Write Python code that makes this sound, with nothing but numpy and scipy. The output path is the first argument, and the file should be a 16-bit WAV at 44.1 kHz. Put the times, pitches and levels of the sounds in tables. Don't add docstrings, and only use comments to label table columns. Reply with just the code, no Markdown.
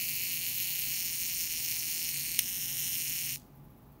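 import sys
import numpy as np
from scipy import signal
from scipy.fft import rfft, irfft, next_fast_len
from scipy.io import wavfile
from scipy.ndimage import uniform_filter1d, minimum_filter1d, map_coordinates

SR = 44100
rng = np.random.default_rng(int(sys.argv[2]) if len(sys.argv) > 2 else 0)


def volts_from_decibels(level):
    exponent = np.asarray(level, float) / 20
    return 10 ** exponent


def transcribe(signal):
    frames = np.atleast_2d(signal).T
    limited = np.clip(frames, -1, 1)
    pcm = np.round(limited * 32767).astype(np.int16)
    wavfile.write(sys.argv[1], SR, pcm)


N = 176400

# (centre [Hz], width [Hz], sign, level under light load [dB], under the
# pin's load [dB], as the pin slips [dB], after release [dB])
CASE_MODES = [(2030, 990, 1, -5, -5.5, -4.5, -4.5), (2400, 440, -1, 2, .5, 2, -1),
              (2880, 320, 1, -1, -3.5, -4.5, -2), (4350, 360, -1, -6, -7.5, -6.5, -12.5),
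              (5390, 580, 1, -8.5, -5.5, -8, -5.5), (6760, 780, -1, -7, -5.5, -6.5, -5.5),
              (8350, 550, -1, -14.5, -10, -7.5, -8.5), (9680, 760, 1, -8.5, -7, -7, -7),
              (10660, 520, -1, -7.5, -8.5, -8, -8), (12060, 1030, 1, -1.5, -4, -4, -2),
              (13010, 860, -1, -2, -3, -4, -3.5),
              (14340, 1250, 1, -5.5, -5, -5.5, -5), (15610, 360, -1, 1, -.5, -2.5, -2)]


def unit(x):
    return x / np.sqrt(np.mean(x ** 2) + 1e-20)


def along(points, hz):
    f, v = np.transpose(points)
    return np.interp(np.log(hz + 1), np.log(f + 1), v)


def wobble(rate):
    knots = rng.standard_normal(int(N * rate / SR) + 4)
    return map_coordinates(knots, [np.arange(N) * rate / SR])


def filtered(x, response):
    m = next_fast_len(N + SR // 2)
    return irfft(rfft(x, m) * response(np.fft.rfftfreq(m, 1 / SR)), m)[..., :N]


def coloured(x, curve):
    return filtered(x, lambda f: volts_from_decibels(along(curve, f)))


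def metal(modes):
    def response(f):
        radiation = (1j * f / (2037 + 1j * f)) ** 4
        return radiation * sum(g * 1j * f * w / (c * c - f * f + 1j * f * w) for c, w, g in modes)
    return response


def case_modes(state):
    return [(hz, width, sign * volts_from_decibels(levels[state])) for hz, width, sign, *levels in CASE_MODES]


def chatter(times, db, t60, rise_s, blow_db=-60, blow_hz=4000):
    t = np.arange(SR // 20) / SR
    samples = np.clip(np.round(np.asarray(times) * SR).astype(int), 0, N - 1)
    marks = np.bincount(samples, volts_from_decibels(db), N)
    shape = volts_from_decibels(-60 * t / t60) * (1 - np.exp(-t / rise_s)) ** 2
    grit = signal.fftconvolve(marks, shape / shape.max())[:N] * rng.standard_normal(N)
    blow = filtered(marks, lambda f: np.exp(-2j * np.pi * f * rise_s) / (1 + 1j * f / blow_hz) ** 2)
    return grit + volts_from_decibels(blow_db) * blow


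def escapement():
    # (time [s], pallet swings [per s], level [dB])
    drive = [(0, 168, -34), (.65, 181, -34.5), (1.3, 174.6, -34.5), (1.7, 155.8, -34.5), (2.3, 171, -35),
             (2.45, 184, -36.5), (2.9, 170.8, -34.5), (3.345, 175, -35), (3.36, 74, -35),
             (3.382, 114, -68.5), (3.389, 100, -76), (4, 100, -86)]
    # (time [s], speed lost [swings per s])
    mesh = [
        (.36, 9),
        (0.709, 13),
        (1.09, 11.95),
        (1.45, 14.84),
        (1.84, 12),
        (2.22, 11),
        (2.66, 11),
        (2.98, 13),
    ]
    # (frequency [Hz], level [dB])
    tock_colour = [(1500, -8), (2800, -6.5), (3600, -9), (4300, 3), (4900, -4), (5600, -1), (9000, 0),
                   (16000, .5)]
    # (frequency [Hz], level [dB])
    around = [(1300, -36), (2500, -9), (6000, -2), (8000, -4), (12000, 1), (16000, 1)]
    t = np.arange(N) / SR
    s, rate, level = np.transpose(drive)

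    recover_s, wheel_teeth, wheel_wobble, drift = .12, 13.2, 4, 2.5
    dips = sum(loss * np.exp(-abs(t - at) / np.where(t > at, recover_s, .012)) for at, loss in mesh)
    base = np.interp(t, s, rate)
    wheel = wheel_wobble * np.sin(2 * np.pi * np.cumsum(base) / SR / wheel_teeth)
    uneven = dips.mean() - dips + wheel + drift * wobble(25)
    swing = np.cumsum(base + uneven) / SR

    jitter_s, scatter_db = .00013, 1
    count = np.arange(int(swing[-1]))
    luck = rng.standard_normal((800, 4))[:len(count)]
    beats = []
    for k, (at, db) in enumerate([(0, 0), (.53, -2.8)]):
        times = np.interp(count + at, swing, t) + jitter_s * luck[:, k]
        size = db + scatter_db * luck[:, 2 + k]
        contact = chatter(times, size, t60=.0028, rise_s=.00013, blow_db=21.5, blow_hz=6000)
        rattle = chatter(times, size - 20, t60=.03, rise_s=0.002)
        beats.append(contact + rattle)
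    tick, tock = beats
    force = tick + coloured(tock, tock_colour)

    shift_s = .04
    push, slip, free, slack = [1 / (1 + np.exp(-np.clip((t - at) / shift_s * 4, -50, 50)))
                               for at in (.93, 2.12, 2.41, 2.97)]
    back = .3 * slack
    light, loaded, slipping, released = [unit(filtered(force, metal(case_modes(k)))) for k in range(4)]
    buzz = (1 - push) * light + (push - slip) * loaded
    buzz = buzz + (slip - free + back) * slipping + (free - back) * released

    tighten_s = .33
    looseness = 1 / (1 + (t / tighten_s) ** 6) + slack / 2
    buzz = buzz + volts_from_decibels(-18) * looseness * unit(filtered(force, metal([(2250, 500, -1)])))

    spread = unit(coloured(force, around))
    db_per_speed = 0.0475
    loudness = np.interp(t, s, level) + db_per_speed * uneven + 0.2 * wobble(3.3)
    return np.array([buzz, spread]) * volts_from_decibels(loudness)


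def release():
    # (time [s], peak level [dB])
    snap = [
        (2.3882, -26),
        (2.3897, -18),
        (2.3906, -4),
        (2.393, -14),
        (2.3937, -12),
        (2.397, -26),
        (2.4027, -31),
    ]
    # (centre [Hz], width [Hz], sign, level [dB])
    pin = [(1550, 450, -1, -8), (2050, 500, 1, -4), (2870, 700, -1, -5), (4500, 900, 1, -3),
           (5800, 1000, -1, -3), (6900, 800, 1, -5), (9400, 700, 1, -4), (11500, 700, -1, -2),
           (12800, 700, 1, -4), (15300, 1200, -1, -5)]
    # (time [s], peak level [dB])
    last = [
        (3.3715, -19),
        (3.379, -26),
        (3.398, -30.5),
        (3.419, -34.5),
    ]
    pin_modes = [(hz, width, sign * volts_from_decibels(db)) for hz, width, sign, db in pin]
    strikes = chatter(*np.transpose(snap), t60=0.0016, rise_s=0.00058, blow_db=15, blow_hz=6860)
    touches = chatter(*np.transpose(last), t60=0.0019, rise_s=0.00019)
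    return volts_from_decibels(6) * filtered(strikes, metal(pin_modes)) + volts_from_decibels(-6.0) * filtered(touches, metal(case_modes(3)))


def fingers():
    # (time [s], level [dB])
    rustle = [(3.47, -73), (3.555, -63.5), (3.578, -68), (3.598, -72), (3.65, -63.5), (3.71, -69),
              (3.78, -68.5), (3.84, -82), (3.875, -75.5), (3.925, -66), (3.95, -71.5)]
    # (frequency [Hz], level [dB])
    skin = [(4500, -34), (7000, -29.5), (9000, -25), (11000, -15.5), (13500, -9), (16000, -5.5)]
    t = np.arange(N) / SR
    puff_s, steady_db = 0.0072, -66
    puffs = volts_from_decibels(steady_db) + sum(volts_from_decibels(db) * np.exp(-((t - s) / puff_s) ** 2) for s, db in rustle)
    return puffs * volts_from_decibels(1.5 * wobble(220)) * unit(coloured(rng.standard_normal(N), skin))


def walls(x):
    # (frequency [Hz], t60 [s])
    decay = [(1000, .32), (4000, .32), (9000, .3), (16000, .24)]
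    hz, t, z = signal.stft(rng.standard_normal(SR // 2), SR, nperseg=256)
    tail = signal.istft(z * volts_from_decibels(-60 * t / along(decay, hz)[:, None]), SR, nperseg=256)[1]
    return signal.fftconvolve(np.pad(x, (200, 0)), tail / np.linalg.norm(tail))[:N]


def appliance_hums():
    # (centre [Hz], width [Hz], level [dB])
    bands = [(120.61, 2.1, -63.5), (144.7, 23, -62), (241.27, 14, -68), (513, 20, -79.5)]
    total = 0
    for hz, width, db in bands:
        band = filtered(rng.standard_normal(N), lambda f: 1 / (1 + ((f - hz) / width * 2) ** 2))
        total = total + volts_from_decibels(db) * unit(band)
    return total


def motor_whines():
    # (frequency [Hz], level [dB], beats [per s], a loud moment [s], beat depth [0-1])
    whines = [(840, -70.5, 1.02, 0.79, 0.46), (1184, -77, 0.49, 3.6, 0.11)]
    t = np.arange(N) / SR
    total = 0
    for hz, db, beat, at, depth in whines:
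        swell = 1 + depth * np.cos(2 * np.pi * beat * (t - at))
        total = total + volts_from_decibels(db - 1.5) * swell * np.sin(2 * np.pi * hz * t + 0.46 * wobble(8))
    return total


def hum_swells():
    # (time [s], level [dB])
    booms = [(0.099, -58.5), (0.358, -55.5), (.9, -56), (1.628, -57), (2.198, -52), (2.69, -52),
             (2.84, -54.5), (3.15, -55), (3.32, -51.5), (3.63, -52), (3.869, -57)]
    t = np.arange(N) / SR
    boom_hz, boom_s = 144.5, 0.076
    swell = sum(volts_from_decibels(db + 2.0) * np.exp(-((t - s) / boom_s) ** 2) for s, db in booms)
    return swell * np.sin(2 * np.pi * boom_hz * t + 2.15 * wobble(8.4))


def room_tone():
    # (frequency [Hz], level [dB per Hz])
    air_colour = [(22, -28), (45, -5.5), (90, -13), (240, -10), (500, -23.5), (1000, -25), (1600, -34.5),
                  (8000, -50.5)]
    air = volts_from_decibels(-57) * unit(coloured(rng.standard_normal(N), air_colour))
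    return air + appliance_hums() + motor_whines() + hum_swells()


def scene():
    buzz, spread = escapement()
    snap = release()
    echo = volts_from_decibels(-17) * walls(spread + .5 * snap)
    return (buzz + snap + echo + fingers() + room_tone())[None]


def low_pass(x):
    return signal.sosfilt(signal.butter(12, 17000, fs=SR, output="sos"), x)


def record(dry):
    top_hz, edge_hz, sharp_peak = 15740, 16600, .3
    body = filtered(dry, lambda f: (f >= 0) & (f < top_hz))
    top = filtered(dry, lambda f: (f >= top_hz) & (f < edge_hz))
    peak = -minimum_filter1d(-abs(dry), size=120)
    sharp = uniform_filter1d(1. * (peak > sharp_peak), size=120)
    return low_pass(body + volts_from_decibels(-10) * sharp * top)


dry = scene()
out = record(dry)
transcribe(out)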